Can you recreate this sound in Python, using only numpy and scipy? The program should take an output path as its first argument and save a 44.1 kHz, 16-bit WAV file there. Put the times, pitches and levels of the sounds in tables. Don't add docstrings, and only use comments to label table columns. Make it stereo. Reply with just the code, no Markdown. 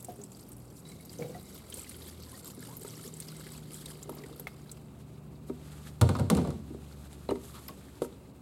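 import sys
import numpy as np
from scipy import signal
from scipy.fft import rfft, irfft, next_fast_len
from scipy.io import wavfile
from scipy.ndimage import map_coordinates

SR = 44100
rng = np.random.default_rng(int(sys.argv[2]) if len(sys.argv) > 2 else 0)


def store_wav(level_fs):
    pcm = np.round(np.clip(np.atleast_2d(level_fs), -1, 1) * 32767)
    wavfile.write(sys.argv[1], SR, pcm.T.astype(np.int16))


N = 371097
TIME_S = np.arange(N) / SR
HOLLOW_WIDTH, KNOCK_WIDTH, CAN_WIDTH, ROOM_WIDTH = 0.27, 0.55, 0.53, 0.88
STREAM_ENDS_S = (4.83, 4.93)

# time_s, spray_db, hollow_db
STREAM_LEVELS = [(0.0, -61.5, -71.5), (0.65, -66.5, -72.5), (1.13, -61.5, -70), (1.66, -60, -63.5),
                 (1.91, -53.5, -56.5), (2.12, -59.5, -61.5), (2.37, -59.5, -63.5), (2.99, -58, -63.5),
                 (3.4, -57, -58), (3.63, -61.5, -63.5), (3.82, -59.5, -60), (4.35, -65, -65.5),
                 (5.0, -70.5, -69)]
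# crest_s, rise_s, spray_lift_db, hollow_lift_db
STREAM_GUSHES = [(0.41, 0.029, 4.5, 1), (0.78, 0.02, 11, -3), (0.89, 0.035, 4.5, 2), (1.055, 0.0062, 9, -4),
                 (1.115, 0.028, 3.5, 5), (1.55, 0.033, 6.5, 6), (1.779, 0.03, 9, 6.5),
                 (1.95, 0.039, -1, -0.5), (2.07, 0.037, 3.5, 2.5), (2.3, 0.03, 7, 6), (2.387, 0.019, 9, 3),
                 (2.468, 0.031, 10, 6), (2.65, 0.049, 4.5, 6.5), (2.82, 0.079, 6, 1.5),
                 (2.92, 0.051, 4.5, 10.5), (3.04, 0.038, 6.5, 7.5), (3.24, 0.02, 4.5, -2),
                 (3.77, 0.047, 7.5, 1.5), (3.915, 0.03, 7, 3)]
# frequency_hz, level_db
SPRAY_SPECTRUM = [(2200, -43), (3200, -13), (4600, -6.5), (6300, -5.5), (8100, 2.5), (10100, -0.5),
                  (11600, 0), (13600, -4), (15200, -16), (16000, -33)]
# frequency_hz, level_db
HOLLOW_SPECTRUM = [(1400, -26), (1900, -12), (2150, 0), (2450, -8), (3150, 4), (3550, 2), (4050, 3),
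                   (4900, 3.5), (6200, -15)]
# frequency_hz, level_db
POOL_SPECTRUM = [(190, -12), (320, -6), (390, -2.5), (520, -8), (680, -22.5), (980, -13.5), (1300, -9),
                 (1800, -19), (3000, -23), (5000, -31)]
def pour():
    gushes = np.array([swell(s, rise, 1.18 * rise) - 0.31 * swell(s + 3 * rise, rise, rise)
                       for s, rise, _, _ in STREAM_GUSHES])
    lifts_db = np.transpose(STREAM_GUSHES)[2:] @ gushes
    spray_db, hollow_db = curves(STREAM_LEVELS) + lifts_db
    pool_db = -63.5 + 0.7 * (hollow_db - hollow_db.mean())
    fine = grain_pair(2470, 15700, life_cycles=65, spread_db=4, count=4200, size=400)
    inside = grain_pair(1550, 6140, life_cycles=65, spread_db=1.7, count=2100, size=800)
    coarse = grain_pair(353, 2950, life_cycles=24, spread_db=3, count=1500, size=1200)
    plinks = grains(876, 3430, life_cycles=45, spread_db=3.5, count=190, size=2000)
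    splats = grains(1300, 5130, life_cycles=22, spread_db=2, count=480, size=400)
    spray = unit(stereo(fine, SPRAY_SPECTRUM) + amp(1) * noise(SPRAY_SPECTRUM, N))
    hollow = stereo(inside, HOLLOW_SPECTRUM) + amp(1) * noise(HOLLOW_SPECTRUM, N)
    hollow = unit(narrowed(hollow, HOLLOW_WIDTH)) + amp(-9) * plinks + amp(-7) * splats
    pool = unit(stereo(coarse, POOL_SPECTRUM) + amp(-2.5) * noise(POOL_SPECTRUM, N))
    running = np.interp(TIME_S, STREAM_ENDS_S, [1, 0])
    spurts = amp(1.67 * wobble(30.095) + 2.07 * wobble(150))
    splashing = amp(spray_db + 2.5) * spray + amp(hollow_db - 3) * hollow + amp(pool_db) * pool
    return running * spurts * splashing


# pitch_hz, bandwidth_hz, level_db
PLATE_MODES = [(2117, 84, 3), (2285, 64, -2.5), (2940, 80, -4), (3870, 110, 2.5), (4150, 160, -0.5),
               (4580, 140, 0.5), (5120, 150, -9)]
# time_s, level_db
PLATE_LEVELS = [(0.78, -86), (0.86, -62.5), (1.04, -68.5), (1.22, -65.5), (1.5, -64), (2.0, -68),
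                (2.6, -70), (3.4, -64), (4.6, -79)]
def plate_ring():
    def resonances(f):
        return sum(amp(db) * 1j * f * width / (hz * hz - f * f + 1j * f * width)
                   for hz, width, db in PLATE_MODES)
    level_db, = curves(PLATE_LEVELS)
    patter = rng.standard_normal((2, N)) * amp(4.9 * wobble(110))
    return amp(level_db) * unit(narrowed(filtered(patter, resonances), HOLLOW_WIDTH))


# start_s, level_db, pitch_hz
BIG_DROPS = [(0.004, -36, 8000), (0.0255, -38, 11200), (0.0463, -27, 8220), (0.215, -36.5, 6560),
             (0.237, -30.5, 7850), (0.318, -38, 7180), (0.3476, -42, 4700), (0.394, -44, 4360),
             (0.4274, -44, 4700), (0.4898, -38, 12000), (0.518, -33.5, 8950), (0.529, -37.5, 8300),
             (0.5661, -40.5, 10300), (1.0081, -39, 10800), (1.0949, -36, 4720), (1.1298, -39, 7720),
             (1.186, -36, 6150), (1.3972, -43, 3900), (1.428, -39, 9100), (1.5444, -37, 12300),
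             (1.5843, -40, 11800), (1.7, -30.5, 9840), (1.722, -38, 3800), (1.725, -30.5, 3170),
             (1.741, -24.5, 8700), (1.7828, -33.5, 8980), (1.8315, -32, 8300), (1.844, -35, 2350),
             (1.8941, -28, 9220), (1.9165, -37, 2080), (1.944, -39, 3100), (1.9649, -37, 11200),
             (2.0186, -38, 3750), (2.0797, -34, 11900), (2.221, -37.5, 4420), (2.2338, -36, 4370),
             (2.3735, -38, 8500), (2.5077, -39, 7020), (2.5477, -38, 9550), (2.7685, -27.5, 11600),
             (2.8095, -39, 11800), (2.9534, -39, 5600), (3.0447, -43, 5300), (3.0584, -37, 5160),
             (3.0764, -33.5, 7200), (3.1383, -33, 7490), (3.1672, -37, 7890), (3.2012, -25, 8430),
             (3.223, -32, 4450), (3.284, -31, 5100), (3.3662, -35.5, 8140), (3.467, -33, 1680),
             (3.5189, -34, 8000), (3.7429, -30.5, 7770), (3.7594, -34, 8490), (3.8572, -30.5, 8280),
             (3.859, -30.5, 3800), (3.9028, -39.5, 1630), (4.028, -27.5, 7280), (4.0951, -31.5, 11300),
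             (4.15, -35, 13300), (4.183, -37.5, 4800), (4.2368, -33.5, 2040), (4.284, -43, 8350),
             (4.3345, -43, 3620), (4.3605, -39, 11600), (4.3965, -26.5, 11460), (4.694, -39, 4030),
             (4.715, -27, 7840), (7.681, -29, 12350)]
def drops():
    out, t = np.zeros((2, N)), np.arange(SR // 16) / SR
    onset = 1 - np.exp(-t / 0.0013)
    for s, db, hz in BIG_DROPS:
        splat_spectrum = [(hz / 4, -26), (hz / 1.27, -14), (hz, 0), (hz * 1.4, -12), (hz * 3, -26)]
        splat = amp(-8.5) * fade(t, 0.037) * noise(splat_spectrum, len(t))
        ping = amp(1) * damped_sine(t, hz, 0.01)
        tick = amp(-13.5) * fade(t, 0.0063) * noise([(hz / 5, -10), (hz, 0), (hz * 3, -8)], len(t))
        pan_db = 2.5 * rng.standard_normal()
        add(out, s, amp(db) * pan(pan_db) * (tick + onset * (splat + ping)))
    return out


# start_s, level_db, pitch_hz, rise_ratio
AIR_BUBBLES = [(0.085, -35.5, 711, .05), (0.187, -43, 408.5, .05), (1.191, -35.5, 483, 0.046),
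               (1.21, -34, 479, 0.046), (1.244, -36.5, 484, 0.044), (1.294, -37.5, 493, .05),
               (1.35, -39.5, 714, .1), (2.27, -56, 1005, 0.045), (2.329, -49.5, 1040, .05),
               (2.342, -50, 1850, 0.12), (2.685, -49.5, 816, 0.57), (2.705, -51, 920, .45),
               (2.726, -50, 1025, 0.41), (7.691, -41.5, 1090, 0.043), (7.717, -57, 1070, .05)]
def glugs():
    out, t = np.zeros((2, N)), np.arange(SR // 5) / SR
    slosh_spectrum = [(60, -28), (140, 10.5), (300, 2.5), (750, -1.5), (1000, -19.5), (4000, -24.5),
                      (12000, -26)]
    for s, db, hz, rise in AIR_BUBBLES:
        t60 = 0.15 * (500 / hz) ** 0.68
        slosh = (1 - np.exp(-t / 0.0047)) * fade(t, 0.18) * noise(slosh_spectrum, len(t))
        add(out, s, amp(db + 0.5) * bubble(hz * t, hz * t60, rise) + amp(db - 1.5) * slosh)
    return out


# frequency_hz, level_db
DRUMMING_SPECTRUM = [(150, -25), (300, -12), (400, 8.5), (520, -14), (800, -7), (1300, -18), (2500, -23),
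                     (6000, -45)]
def drumming():
    blobs = grain_pair(250, 2260, life_cycles=11, spread_db=4, count=2500, size=1500)
    return amp(-47) * swell(crest_s=4.18, rise_s=0.11, fall_s=0.11) * stereo(blobs, DRUMMING_SPECTRUM)


# start_s, level_db, brightness_db_per_octave, click_db
TRAY_BLOWS = [(2.575, -40, -8, -68), (2.848, -37, 5.5, -60), (4.093, -30, 2.5, -49), (4.112, -41, -9, -72),
              (4.168, -38.5, -4, -51), (4.261, -44.5, -12, -47.5), (4.312, -40, -5, -69),
              (4.398, -41.5, 0.5, -50), (5.497, -24.5, -4.5, -58), (6.705, -35, -13, -77),
              (6.747, -37, -15, -76), (7.129, -56, -4, -47.5), (7.2904, -22.5, 2, -55),
              (7.309, -18, 0.5, -47), (7.319, -23, -7, -56), (7.356, -38.5, 9.5, -52),
              (8.0192, -20, -2, -39), (8.047, -34.5, 3, -59)]
# pitch_hz, level_db, t60_s
TRAY_MODES = [(249.2, -2, 0.18), (313.5, 0.5, 0.09), (389.5, 3, 0.12), (431, -6, 0.11), (473.5, -11, 0.18),
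              (614, -7, 0.093), (943, -7, 0.083), (1121, -12.5, 0.041), (1270, -3, 0.031),
              (2070, -19.5, 0.056), (2810, -32, 0.02)]
# frequency_hz, level_db
THUD_SPECTRUM = [(80, -37), (250, -5.5), (450, 10.5), (650, -4), (900, -6), (1400, -19), (2200, -24.5),
                 (8000, -44)]
# frequency_hz, level_db
CLICK_SPECTRUM = [(500, 12.5), (1500, 4.5), (2400, -1.5), (3800, 7), (6000, -3.5), (7600, 6.5), (9500, 6.5),
                  (11800, 1.5), (14000, -9), (16000, -24)]
def tray_knocks():
    out, t = np.zeros((2, N)), np.arange(SR // 4) / SR
    give = 1 - np.exp(-(t / 0.00054) ** 2)
    for s, db, brightness, click_db in TRAY_BLOWS:
        colour = [(hz, brightness * np.log2(hz / 400)) for hz in (250, 800)]
        thud = filtered(noise(THUD_SPECTRUM, len(t)), lambda hz: amp(along(colour, hz)))
        body = amp(-11) * ring(TRAY_MODES, t, colour) + amp(-1) * fade(t, 0.025) * thud
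        click = amp(click_db) * fade(t, 0.057) * noise(CLICK_SPECTRUM, len(t))
        add(out, s, amp(db) * give * body + click)
    return out


# start_s, level_db, pitch_hz, t60_s
PLATE_STRIKES = [(0.853, -50.5, 3920, 0.09), (0.895, -50, 3960, 0.06), (0.92, -54, 2170, 0.057),
                 (1.0, -54, 2200, 0.06), (1.223, -38.5, 2270, 0.041), (1.346, -46, 1950, 0.056),
                 (4.470, -30, 2160, 0.024), (7.2893, -38.5, 4050, 0.044), (7.3005, -41, 2900, 0.036),
                 (7.308, -37.5, 8700, 0.011), (7.684, -33.5, 5120, 0.01)]
def plate_clinks():
    out, t = np.zeros((2, N)), np.arange(SR // 8) / SR
    touch_spectrum = [(300, -6), (700, 5.5), (3500, -4.5), (6000, -13.5), (15000, -14)]
    for s, db, hz, t60 in PLATE_STRIKES:
        touch = amp(-8) * fade(t, 0.061) * noise(touch_spectrum, len(t))
        add(out, s, amp(db) * (damped_sine(t, hz, t60) + touch))
    return out


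# start_s, wall_db, clack_db, boom_db, body_db, grit_db
CAN_LANDINGS = [(6.0126, -17.5, -26.5, -13, -23.5, -20.5, ), (6.0166, -28, -38, -45, -46, -20),
                (6.091, -23.5, -30.5, -23.5, -25.5, -28.5), (6.1517, -30, -32, -42, -37, -50),
                (6.167, -38, -54, -35, -40, -39), (6.188, -38, -35, -50, -50, -40),
                (6.196, -24.5, -33.5, -24, -26.5, -31.5), (6.3006, -20.5, -25.5, -38, -24, -16.5),
                (6.319, -23, -44, -47, -21, -48), (6.350, -30, -38, -29, -26.5, -29),
                (6.3699, -38, -55, -45, -45, -30), (6.3746, -24, -34.5, -45, -28, -41),
                (6.386, -27, -43, -51, -30, -46), (6.416, -36, -51, -48, -40, -48),
                (6.448, -30, -42, -40, -38, -50), (6.474, -29, -50, -43, -30.5, -44),
                (6.505, -37, -43.5, -48, -48, -38.5)]
# pitch_hz, level_db, t60_s
BOOM_MODES = [(92.5, -2, 0.43), (119.5, -1, 0.68)]
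# pitch_hz, level_db, t60_s
CAN_MODES = [(139.3, -3, 0.3), (152.4, -6.5, 0.17), (178, -1.5, 0.28), (221, 0, 0.16), (251.6, -5, 0.29),
             (284, -3, 0.147), (348, -10.5, 0.39), (381, -19, 0.55), (456, -11, 0.18), (480, -6.5, 0.19),
             (583, -9.5, 0.32), (702, -15, 0.43), (784, -7.5, 0.16), (925, -8, 0.22), (1032, -13, 0.16),
             (1173, -7, 0.1), (1470, -5, 0.088), (2143, -12, 0.071)]
# frequency_hz, level_db
WALL_SPECTRUM = [(25, -40), (65, 3), (120, -1), (220, 0), (480, 4), (750, -6.5), (1400, -25), (1900, -25),
                 (2800, -29), (4000, -30), (10000, -46)]
def can_clatter():
    out, t = np.zeros((2, N)), np.arange(SR * 3 // 4) / SR
    onset = 1 - np.exp(-t / 0.005)
    settled_s = 6.27
    clack_spectrum = [(500, -17), (1000, 10.5), (1400, 6), (1900, -16), (2800, -14), (4000, -7.5),
                      (9000, -29)]
    for s, wall_db, clack_db, boom_db, body_db, grit_db in CAN_LANDINGS:
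        scale = 1 if s < settled_s else 0.74
        boom = sum((-1) ** k * amp(boom_db + db) * damped_sine(t, hz * scale, t60 * scale)
                   for k, (hz, db, t60) in enumerate(BOOM_MODES))
        colour = [(220, body_db), (450, body_db - 6), (750, wall_db - 10.5), (1100, clack_db - 6.5)]
        body = ring(CAN_MODES, t, colour)
        wall = amp(wall_db - 5) * fade(t, 0.18) * noise(WALL_SPECTRUM, len(t))
        clack = amp(clack_db) * fade(t, 0.066) * noise(clack_spectrum, len(t))
        crunch = amp(grit_db - 17) * fade(t, 0.077) * noise(CLICK_SPECTRUM, len(t))
        add(out, s, onset * (boom + body) + wall + clack + crunch)
        add(out, s, amp(grit_db) * grit_crack())
    return out


def grit_crack(size=1024):
    envelope = fade(np.arange(size) / SR, t60=0.013)
    phases = np.angle(rfft(envelope * rng.standard_normal((2, size)), 2 * size))
    flat_snap = irfft(np.exp(1j * phases))[:, :size]
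    return stereo(flat_snap, CLICK_SPECTRUM) * np.sqrt(np.mean(envelope ** 2))


# crest_s, half_length_s, level_db, treble_db
CLOTH_STROKES = [(5.05, 0.15, -69, -4), (5.488, 0.023, -65.5, 9), (5.62, 0.11, -63, -5),
                 (5.81, 0.17, -56, -1), (5.871, 0.021, -56.5, -2), (6.857, 0.058, -64, -10),
                 (7.1, 0.41, -59.5, 0), (7.453, 0.039, -62.5, 9.5), (7.544, 0.12, -60, 8),
                 (7.774, 0.22, -62, 2), (7.97, 0.22, -63, -10), (8.044, 0.018, -60, 18)]
# frequency_hz, level_db
CLOTH_SPECTRUM = [(530, -19), (900, -2), (1030, -16), (1130, -2.5), (1550, -7), (1950, -10), (2540, -9.5),
                  (3960, -7), (5750, -13.5), (7860, -7), (13200, -10.5), (16000, -39)]
# frequency_hz, level_db
GLOVE_SPECTRUM = [(700, -32), (1050, -2), (1250, 0), (1600, -19), (4000, -12), (9000, -40)]
def rustle():
    creases = grain_pair(1040, 9100, life_cycles=9.6, spread_db=3, count=1500, size=260)
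    cloth = unit(noise(CLOTH_SPECTRUM, N) + amp(-8) * stereo(creases, CLOTH_SPECTRUM))
    treble = filtered(cloth, lambda hz: hz ** 4 / (hz ** 4 + 6000 ** 4))
    fidget = amp(-68) * np.interp(TIME_S, STREAM_ENDS_S, [0.6, 1]) * cloth
    strokes = sum(amp(db - 3) * swell(s, half_s, half_s) * (cloth + (amp(treble_db) - 1) * treble)
                  for s, half_s, db, treble_db in CLOTH_STROKES)
    glove = amp(-51) * swell(crest_s=7.57, rise_s=0.036, fall_s=0.036) * noise(GLOVE_SPECTRUM, N)
    return amp(1.74 * wobble(54)) * (fidget + strokes + glove)


# frequency_hz, t60_s
GARAGE_DECAY = [(100, 0.95), (500, 0.31), (3000, 0.87), (8000, 0.85), (15000, 0.93)]
def garage(x):
    hz, t, bands = signal.stft(rng.standard_normal((2, SR)), SR, nperseg=256)
    tail = signal.istft(bands * fade(t, along(GARAGE_DECAY, hz)[:, None]), SR, nperseg=256)[1]
    tail = stereo(tail, [(100, 3), (400, 6), (1000, 2), (4000, 3.5), (8000, 2), (15000, -3)])
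    late = np.pad(x.mean(axis=0), (round(0.008 * SR), 0))
    return signal.fftconvolve(late[None], tail / np.linalg.norm(tail[0]), axes=1)[:, :N]


# time_s, firing_hz
ENGINE_SPEED = [(0, 80.6), (2.7, 80.76), (3.6, 76.44), (4.4, 74), (5.7, 74.96), (7, 71.94), (8.41, 71.66)]
# time_s, fundamental_db, overtone_db
ENGINE_LEVELS = [(0, -68, -71), (1, -61.5, -48), (2.2, -49.5, -63.5), (2.7, -68, -51.5), (3.3, -63, -43.5),
                 (4.7, -59.5, -48.5), (5.9, -48.5, -44.5), (7, -46.5, -48), (8.41, -58, -62.5)]
# multiple, level_db
ENGINE_OVERTONES = [(2, -2.5), (3, -14), (4, -19), (5, -22.5)]
def far_engine():
    firing_hz, = curves(ENGINE_SPEED)
    fundamental_db, overtone_db = curves(ENGINE_LEVELS)
    phase = 2 * np.pi * np.cumsum(firing_hz) / SR + 0.08 * wobble(12)
    overtones = sum(amp(db + wobble(2.11)) * np.sin(k * phase) for k, db in ENGINE_OVERTONES)
    return amp(fundamental_db) * np.sin(phase) + amp(overtone_db) * overtones


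# pitch_hz, level_db
HUM_TONES = [(60, -61.5), (120, -57.5), (197, -61), (295, -95)]
def mains_hum():
    return sum(amp(db + 2.5 * wobble(3.5)) * np.sin(2 * np.pi * hz * TIME_S) for hz, db in HUM_TONES)


# frequency_hz, level_db
AIR_SPECTRUM = [(15, -53), (25, -24), (59, -10.5), (149, -5), (293, -7), (326, -15), (363, -8),
                (427, -13.5), (560, -16.5), (1020, -24), (1190, -25), (1790, -39.5), (2760, -33),
                (3250, -64), (16000, -41.5)]
def outdoor_air():
    return amp(-52) * noise(AIR_SPECTRUM, N)


# frequency_hz, correlation
CHANNEL_LIKENESS = [(100, 0.9), (200, 0.89), (350, 0.8), (800, 0.45), (2500, 0.47), (5000, 0.51),
                    (7500, 0.46), (10000, -0.071), (12500, 0.24)]
def stereo(pair, spectrum):
    def blend(hz):
        angle = np.arccos(np.clip(along(CHANNEL_LIKENESS, hz), -1, 1)) / 2
        return amp(along(spectrum, hz)) * [np.cos(angle), np.sin(angle)]
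    mid, side = filtered(pair, blend)
    return unit(np.array([mid + side, mid - side]))


def noise(spectrum, size):
    return stereo(rng.standard_normal((2, size)), spectrum)


def narrowed(x, width):
    return x.mean(axis=0) + width * (x - x.mean(axis=0))


def pan(left_over_right_db):
    return amp(np.vstack([left_over_right_db, -left_over_right_db]) / 2)


def panned(x, balance):
    return filtered(x, lambda hz: pan(along(balance, hz)))


def bubble(cycles, life_cycles, rise):
    envelope = (1 - np.exp(-2 * cycles)) * fade(cycles, life_cycles)
    return envelope * np.sin(2 * np.pi * cycles * (1 + rise * cycles / life_cycles / 2))


def grains(low_hz, high_hz, life_cycles, spread_db, count, size):
    when, pitch, strength = rng.random((count, 3)).T[:, :, None]
    hz = low_hz * (high_hz / low_hz) ** pitch
    gain = amp(spread_db * np.minimum(-np.log(1 - strength), 4))
    pings = gain * np.sqrt(hz) * bubble(hz * np.arange(size) / SR, life_cycles, rise=0.03)
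    positions = (when * N).astype(int) + np.arange(size)
    return unit(np.bincount(positions.ravel(), pings.ravel(), N)[:N])


def grain_pair(low_hz, high_hz, **settings):
    return np.array([grains(low_hz, high_hz, **settings) for _ in range(2)])


def ring(modes, t, colour, scatter_db=2, detune=0.01):
    out = np.zeros(len(t))
    for k, (hz, db, t60) in enumerate(modes):
        gain = amp(db + along(colour, hz) + scatter_db * rng.standard_normal())
        pitch_hz = hz * (1 + detune * rng.standard_normal())
        out += (-1) ** k * gain * damped_sine(t, pitch_hz, t60)
    return out


def damped_sine(t, hz, t60):
    return fade(t, t60) * np.sin(2 * np.pi * hz * t)


def fade(t, t60):
    return np.exp(-np.log(1000) * t / t60)


def swell(crest_s, rise_s, fall_s):
    t = TIME_S - crest_s
    return np.exp(-(t / np.where(t < 0, rise_s, fall_s)) ** 2)


def wobble(rate):
    return map_coordinates(rng.standard_normal(int(N * rate / SR) + 4), [TIME_S * rate])


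def curves(rows):
    times, *columns = np.transpose(rows)
    return np.array([np.interp(TIME_S, times, column) for column in columns])


def along(points, hz):
    frequencies, values = np.transpose(points)
    return np.interp(np.log(hz + 1), np.log(frequencies + 1), values)


def filtered(x, response):
    size = next_fast_len(x.shape[-1] + 8192)
    return irfft(rfft(x, size) * response(np.fft.rfftfreq(size, 1 / SR)), size)[..., :x.shape[-1]]


def add(track, start_s, sound):
    part = track[:, round(start_s * SR):][:, :sound.shape[-1]]
    part += sound[..., :part.shape[1]]


def amp(db):
    return 10 ** (np.asarray(db) / 20)


def unit(x):
    return x / np.sqrt(np.mean(x ** 2) + 1e-20)


# frequency_hz, left_over_right_db
LIQUID_BALANCE = [(300, -6.5), (1300, -1), (4400, -1), (8000, 1.5), (11000, -6.5), (15000, -5)]
# frequency_hz, left_over_right_db
CAN_BALANCE = [(60, 0.5), (150, -0.5), (380, 0.5), (950, 1), (2380, 1.0), (5980, 3), (15000, -4)]
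def scene():
    liquid = panned(pour() + plate_ring() + drops(), LIQUID_BALANCE) + glugs()
    tray = narrowed(tray_knocks() + drumming(), KNOCK_WIDTH)
    clinks = narrowed(plate_clinks(), KNOCK_WIDTH)
    can = narrowed(can_clatter(), CAN_WIDTH)
    into_room = amp(-19) * liquid + amp(-14) * tray + amp(-20) * clinks + amp(-10.5) * can
    room = narrowed(garage(into_room), ROOM_WIDTH)
    close = liquid + pan(-1.8) * (tray + clinks) + panned(can, CAN_BALANCE) + pan(-1.6) * rustle()
    return close + room + far_engine() + mains_hum() + outdoor_air()


def record(dry):
    low_cut_hz, top_hz = 46, 16100
    def response(hz):
        low_cut = (1j * hz) ** 2 / (low_cut_hz ** 2 - hz ** 2 + 1j * np.sqrt(2) * low_cut_hz * hz)
        return low_cut * (hz < top_hz)
    return filtered(dry, response)


dry = scene()
out = record(dry)
store_wav(out)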